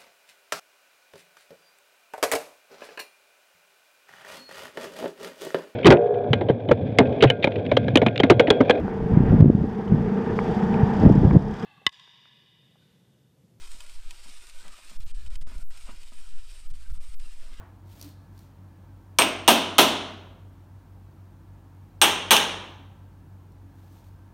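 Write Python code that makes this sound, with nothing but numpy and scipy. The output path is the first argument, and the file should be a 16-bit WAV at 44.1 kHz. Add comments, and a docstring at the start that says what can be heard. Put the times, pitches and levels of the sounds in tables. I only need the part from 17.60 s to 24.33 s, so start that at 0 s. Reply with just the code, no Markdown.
"""Workshop motors hum from start to end, throbbing because their speeds differ slightly.
A sleeve rustles and a small hammer is picked up. It hits a centre punch three times, driving it
into a metal strip clamped on a wooden frame, then twice more at the next mark. Each blow cracks,
shakes strip and frame, sets the steel punch pinging and dies away in the room; on the first and
last, the hammer bounces once. A faint knock and one more rustle follow."""
import sys
import numpy as np
from scipy import signal
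from scipy.fft import rfft, irfft, next_fast_len
from scipy.io import wavfile
from scipy.ndimage import uniform_filter1d

SR = 44100
rng = np.random.default_rng(int(sys.argv[2]) if len(sys.argv) > 2 else 0)


def to_wav(sig):
    """Store sig (one row per channel, or 1-D mono) as 16-bit WAV at the path in sys.argv[1].

    Samples outside -1..1 are clipped; the rate is SR.
    """
    pcm = np.clip(np.atleast_2d(sig), -1, 1) * 32767
    pcm = np.round(pcm).astype(np.int16)
    wavfile.write(sys.argv[1], SR, pcm.T)  # frames by channels


N = 296793
T = np.arange(N) / SR
AGE = np.arange(SR) / SR  # seconds since a hit


def gain(db):
    """Turn decibels into a number to multiply by."""
    return 10 ** (np.asarray(db) / 20)


def normalise(x):
    """Scale to an average strength (rms) of 1."""
    return x / np.sqrt(np.mean(x ** 2))


def frequencies(size):
    """The frequencies in a sound's spectrum, kept above zero."""
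    size = next_fast_len(size)
    return np.maximum(np.arange(size // 2 + 1) * SR / size, 1)


def curve(hz, points):
    """Join (pitch_hz, value) points with lines, giving each octave equal room."""
    pitches, values = np.transpose(points)
    return np.interp(np.log(hz), np.log(pitches), values)


def above(hz, corner_hz):
    """A smooth step from 0 below the corner pitch to 1 above it."""
    return 1 / (1 + (corner_hz / hz) ** 4)


def tint(x, colour_db):
    """Turn each frequency up or down, then normalise."""
    size = next_fast_len(len(x))
    return normalise(irfft(rfft(x, size) * gain(colour_db), size)[:len(x)])


def noise(colour, size=N):
    """Noise shaped by a table of pitch_hz, relative_db."""
    return tint(rng.standard_normal(size), curve(frequencies(size), colour))


def noise_band(pitch_hz, width_hz, size=N):
    """Noise close to one pitch; at pitch 0 it is a random wobble."""
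    distance = (frequencies(size) - pitch_hz) / width_hz
    return tint(rng.standard_normal(size), -20 * np.log10(1 + distance ** 2))


def fade(decay_s, rise_s=0):
    """Swell quickly, then fall by 60 dB every decay_s."""
    swell = 1 - np.exp(-(AGE / max(rise_s, 1 / SR)) ** 2)
    return swell * np.exp(-np.log(1000) * AGE / decay_s)


def die_away(x, bands, rise_s, cycles):
    """Let a steady sound swell and fade band by band; low bands swell more slowly."""
    spectrum, pitches = rfft(x), np.array(bands)[:, 0]
    tail = 0
    for share, (hz, decay_s, db) in zip(np.eye(len(bands)), bands):
        band = irfft(spectrum * curve(frequencies(SR), np.c_[pitches, share]), SR)
        tail += gain(db) * band * fade(decay_s, rise_s + cycles / hz)
    return tail


def bump(middle_s, half_length_s):
    """A smooth swell around one moment."""
    return np.exp(-.5 * ((T - middle_s) / half_length_s) ** 2)


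def add(out, start_s, x):
    """Mix a sound in at start_s."""
    i = int(start_s * SR)
    out[i:i + len(x)] += x[:N - i]


# Two motors, their tones an octave up, and the mains hum: pitch_hz, level_db
MOTOR_TONES = [(46.68, -67), (48.58, -60), (93.37, -50), (97.19, -59.5), (99.97, -59)]
# Casings and fans droning along: pitch_hz, width_hz, level_db
CASING_DRONES = [(145, 5, -63), (186, 9, -64.5), (277, 8, -66), (323, 5, -68.5), (924, 5, -77),
                 (1331, 3, -83), (1557, 3, -83), (1580, 3, -86), (1701, 2, -82)]
# A soft rush of air: pitch_hz, relative_db
AIR_COLOUR = [(70, -28.5), (115, -12), (160, -12), (210, -16), (350, -21), (420, -26), (650, -26.5),
              (920, -25.5), (1600, -36), (2000, -39.5), (4000, -47.5), (8000, -56.5), (11000, -56.5),
              (15000, -58)]
# A deep rumble: pitch_hz, relative_db
RUMBLE_COLOUR = [(20, -48.5), (34, -24), (48, 0), (70, 2), (115, -4), (170, -13.5), (300, -39.5)]


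def workshop(in_step_s=3.92, air_db=-57, rumble_db=-59):
    """Motors at slightly different speeds drift in and out of step, so their hum throbs."""
    phase_per_hz = 2 * np.pi * (T - in_step_s)
    hum = sum(gain(db) * np.sqrt(2) * np.cos(hz * phase_per_hz) for hz, db in MOTOR_TONES)
    drone = sum(gain(db) * noise_band(hz, width_hz) for hz, width_hz, db in CASING_DRONES)
    return hum + drone + gain(air_db) * noise(AIR_COLOUR) + gain(rumble_db) * noise(RUMBLE_COLOUR)


# Sleeve and handle sliding: middle_s, half_length_s, level_db
SLIDES = [(0.32, 0.033, -61.5), (0.443, 0.048, -54.5), (0.81, 0.057, -66), (6.18, 0.028, -77),
          (6.369, 0.11, -65.5)]
# The tone of that sliding: pitch_hz, relative_db
SLIDE_COLOUR = [(400, 7.5), (1800, -0.5), (3800, 2), (7000, -2), (10500, -4), (14000, 0), (16000, -5)]
# Small knocks from handling hammer and punch: start_s, level_db
KNOCKS = [(.396, -49), (0.4133, -37), (.426, -37), (.778, -53), (0.791, -50), (5.921, -64)]
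# The tone of those knocks: pitch_hz, relative_db
KNOCK_COLOUR = [(500, 2), (2000, -19), (4300, 10), (7000, 0), (10000, 3), (13000, 1), (16000, -7)]


def handling(knock_decay_s=0.016, room_db=-20, grit_db=2, rub_hz=292):
    """Handling the tools makes light knocks, gritty rustles and one short, low rub."""
    knocks = np.zeros(N)
    echo = gain(room_db) * room_echo(noise(KNOCK_COLOUR, size=SR))
    for start_s, db in KNOCKS:
        knock = noise(KNOCK_COLOUR, size=SR) * fade(knock_decay_s)
        add(knocks, start_s, gain(db) * (knock + echo))
    cloth = noise(SLIDE_COLOUR) * gain(grit_db * noise_band(0, width_hz=120))
    sliding = sum(gain(db) * bump(middle_s, half_s) for middle_s, half_s, db in SLIDES)
    wobble = .4 * noise_band(0, width_hz=50)
    rub = gain(-44) * bump(.467, .018) * np.sin(2 * np.pi * rub_hz * T + wobble)
    shuffle = gain(-54.5) * bump(0.0085, 0.068) * noise_band(890, width_hz=700)
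    return shuffle + sliding * cloth + knocks + rub


# How the workshop echoes: pitch_hz, decay_s, gain_db
ROOM_BANDS = [(119.7, 1, 1.5), (260, 1, -1.5), (700, 0.92, -3), (1771.5, 0.78, -1), (3080, 0.7, 1),
              (4760, 0.62, -3.5), (8450, 0.49, -1.5), (12786, 0.17, 5.5), (16000, .25, -3.5)]


def room_echo(x):
    """The room keeps a sound going: low pitches arrive late and stay longest."""
    return die_away(x, ROOM_BANDS, rise_s=0.014, cycles=3)


# The crack of steel on steel: pitch_hz, gain_db
CRACK_COLOUR = [(200, -32.5), (500, -13.5), (1000, -4.5), (1800, -5.5), (3300, 4), (7000, 2.5), (14000, 5)]
# How the shaking of strip and frame dies down: pitch_hz, decay_s, gain_db
SHAKE_BANDS = [(150, 0.25, 1), (392, 0.33, 0), (1000, 0.13, 5), (3000, .2, -0.5), (7000, 0.21, -3.5),
               (15000, 0.26, -2.5)]


def strike(body_db, grain, level_db, clank_hz, clank_db, treble_db, thud_db, room_db, crack_db):
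    """Steel cracks on steel, the punch clanks, strip and frame shake, and the room answers."""
    hz = frequencies(SR)
    force_db = level_db + 10  # a usual blow is -10 dB
    treble_db += 0.64 * force_db  # harder blows are brighter
    crack_db -= 1.23 * force_db  # and have more body for their crack
    clank_shape = np.exp(-(np.log2(hz / clank_hz) / 0.38) ** 2)  # 0.38 octaves each way
    colour_db = body_db + clank_db * clank_shape
    colour_db += thud_db * (1 - above(hz, 550)) + treble_db * above(hz, 8000)
    crack = tint(rng.standard_normal(SR), colour_db + curve(hz, CRACK_COLOUR)) * fade(decay_s=0.011)
    shake = die_away(tint(grain[0], colour_db), SHAKE_BANDS, rise_s=0.0023, cycles=1.1)
    echo = room_echo(tint(grain[1], colour_db))
    return gain(crack_db) * crack + shake + gain(room_db) * echo


def resonances(depth_db=1.5):
    """A struck object favours some pitches over others: many tiny peaks and dips, in dB."""
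    smooth = uniform_filter1d(rng.standard_normal(SR // 2 + 1), size=25)
    return depth_db * normalise(uniform_filter1d(smooth, size=25))


def ring(notes, rise_cycles=3):
    """A struck object rings at its own notes, a little differently each time."""
    out = 0
    for hz, db, decay_s in notes:
        tone = np.sqrt(2) * np.sin(2 * np.pi * (hz * AGE + rng.random()))
        out += gain(db) * fade(decay_s, rise_cycles / hz) * tone
    return out


def punch_ping(pitch_hz=8489, room_db=-15):
    """The punch rings along its length; fingers soon damp it, leaving a faint note and its echo."""
    bright = gain(7.5) * fade(decay_s=0.059, rise_s=0.0053)
    faint = gain(-16) * fade(decay_s=0.32)
    note = (bright + faint) * np.sqrt(2) * np.sin(2 * np.pi * pitch_hz * AGE)
    return note + gain(room_db) * room_echo(noise_band(pitch_hz, width_hz=60, size=SR))


# Hammer blows: start_s, level_db, clank_hz, head_ring_db, room_db
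HAMMER_BLOWS = [(1.587, -12.5, 2620, -39.5, -7.5), (1.8781, -7, 3070, -35, -7.5),
                (2.1828, -7, 3220, -27, -6.5), (4.4158, -10, 3150, -31, -5), (4.7079, -8, 3280, -40, -5)]
# The hammer drops lightly back on the punch: start_s, level_db
BOUNCES = [(1.6205, -22.5), (4.7665, -24.5)]
# The tone at each of the two marks on the strip: clank_db, treble_db
MARK_TONES = [(8.6, -1.2), (10.5, 3)]
# The ping of the first blow on each mark: first_mark_db, second_mark_db
FIRST_PING_DB = [-5.5, -5]
# The broad tone of strip and frame: pitch_hz, first_mark_db, second_mark_db
BODY_COLOUR = [(141.93, -17, -17), (235, -3, -9), (408, -2.5, -4), (460, -7, -6.5), (680, 0, -5.5),
               (845, -3, -0.5), (1000, -2.5, -2), (1450, -5, -5.5), (1850, -11.5, -7.5), (3950, -11, -12),
               (4700, -12.5, -15), (6180, -10, -7), (7400, -18, -17.5), (10200, -15, -15),
               (13300, -17.5, -18.5), (14460, -22.5, -22.5)]
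# Clear notes of strip and frame: pitch_hz, first_mark_db, second_mark_db, decay_s
FRAME_NOTES = [(183, -34, -30, .9), (231, -19, -26, .55), (274, -19, -30, .6), (328, -25, -31, .85),
               (415, -28, -25, .45), (627, -18.5, -25, .6), (682, -19.5, -24, .4), (820, -20, -16.5, .42),
               (883, -22, -17.5, .45), (948, -18.5, -19.5, .45), (1018, -16, -19, .32),
               (1037, -18, -28, .4), (1150, -22, -20, .4), (1290, -20, -22, .35), (1590, -25, -18.5, .42),
               (2277, -32, -21, .35), (2675, -20, -24, .3), (2858, -21, -26, .4), (2906, -26, -17.5, .4),
               (2951, -24, -18, .3), (3136, -19.5, -18, .42), (3268, -22, -16, .35), (3425, -24, -19, .3),
               (3604, -21, -26, .4), (4048, -30, -24, .4)]
# Notes of the hammer head: pitch_hz, relative_db, decay_s
HEAD_NOTES = [(7511, 0, .38), (7532, -4, .35), (10050, -3, .25), (14655, -6, .28)]


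def hammering(next_mark_s=3.0, lowest_hz=125, alike=0.4, bounce_within_s=0.1):
    """Blows on one mark sound alike; the ping gets quieter as the punch sinks deeper."""
    out, hz, ping = np.zeros(N), frequencies(SR), punch_ping()
    for mark, (clank_db, treble_db) in enumerate(MARK_TONES):
        ripple_db = resonances() * above(hz, 1500)  # high notes crowd close together
        bass_cut_db = 10 * np.log10(above(hz, lowest_hz))
        body_db = curve(hz, np.array(BODY_COLOUR)[:, [0, 1 + mark]]) + ripple_db + bass_cut_db
        frame_notes = np.array(FRAME_NOTES)[:, [0, 1 + mark, -1]]
        shared_noise = rng.standard_normal((2, SR))

        def grain():
            """Noise for shake and echo: partly shared on this mark, partly new."""
            return np.sqrt(alike) * shared_noise + np.sqrt(1 - alike) * rng.standard_normal((2, SR))

        blows = [row for row in HAMMER_BLOWS if (row[0] > next_mark_s) == mark]
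        for depth, (start_s, level_db, clank_hz, head_db, room_db) in enumerate(blows):
            ping_db = FIRST_PING_DB[mark] - 6.5 * depth ** 1.9
            tones = gain(-1) * ring(frame_notes) + gain(head_db) * ring(HEAD_NOTES)
            tones += gain(ping_db) * ping
            hit = strike(body_db, grain(), level_db, clank_hz, clank_db, treble_db,
                         thud_db=0.36, room_db=room_db, crack_db=5)
            add(out, start_s, gain(level_db) * (hit + tones))
            for bounce_s, bounce_db in BOUNCES:
                if 0 < bounce_s - start_s < bounce_within_s:
                    # a bounce has more clank, less thud and little echo
                    tap = strike(body_db, grain(), bounce_db, clank_hz=2950, clank_db=clank_db + 2,
                                 treble_db=treble_db, thud_db=-2.5, room_db=-18.5, crack_db=0.5)
                    add(out, bounce_s, gain(bounce_db) * (tap + tones))
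    return out


def scene():
    """Everything at one close microphone."""
    return (hammering() + handling() + workshop())[None]


# Treble dips caused by the microphone's opening: pitch_hz, width_hz, gain_db
MICROPHONE_DIPS = [(4940, 140, -2), (7675, 350, -2.5), (10770, 600, -5)]


def record(dry, top_hz=15780):
    """The microphone colours the treble; the recorder rounds loud peaks and cuts the highest pitches."""
    size = next_fast_len(N)
    dips_db = sum(db * np.exp(-((frequencies(N) - hz) / width_hz) ** 2)
                  for hz, width_hz, db in MICROPHONE_DIPS)
    heard = irfft(rfft(dry, size) * gain(dips_db), size)[:, :N]
    rounded = heard / (1 + heard ** 6) ** (1 / 6)
    treble_cut = signal.ellip(10, .2, 80, top_hz, fs=SR, output="sos")
    return signal.sosfilt(treble_cut, rounded)


dry = scene()
out = record(dry)
to_wav(out)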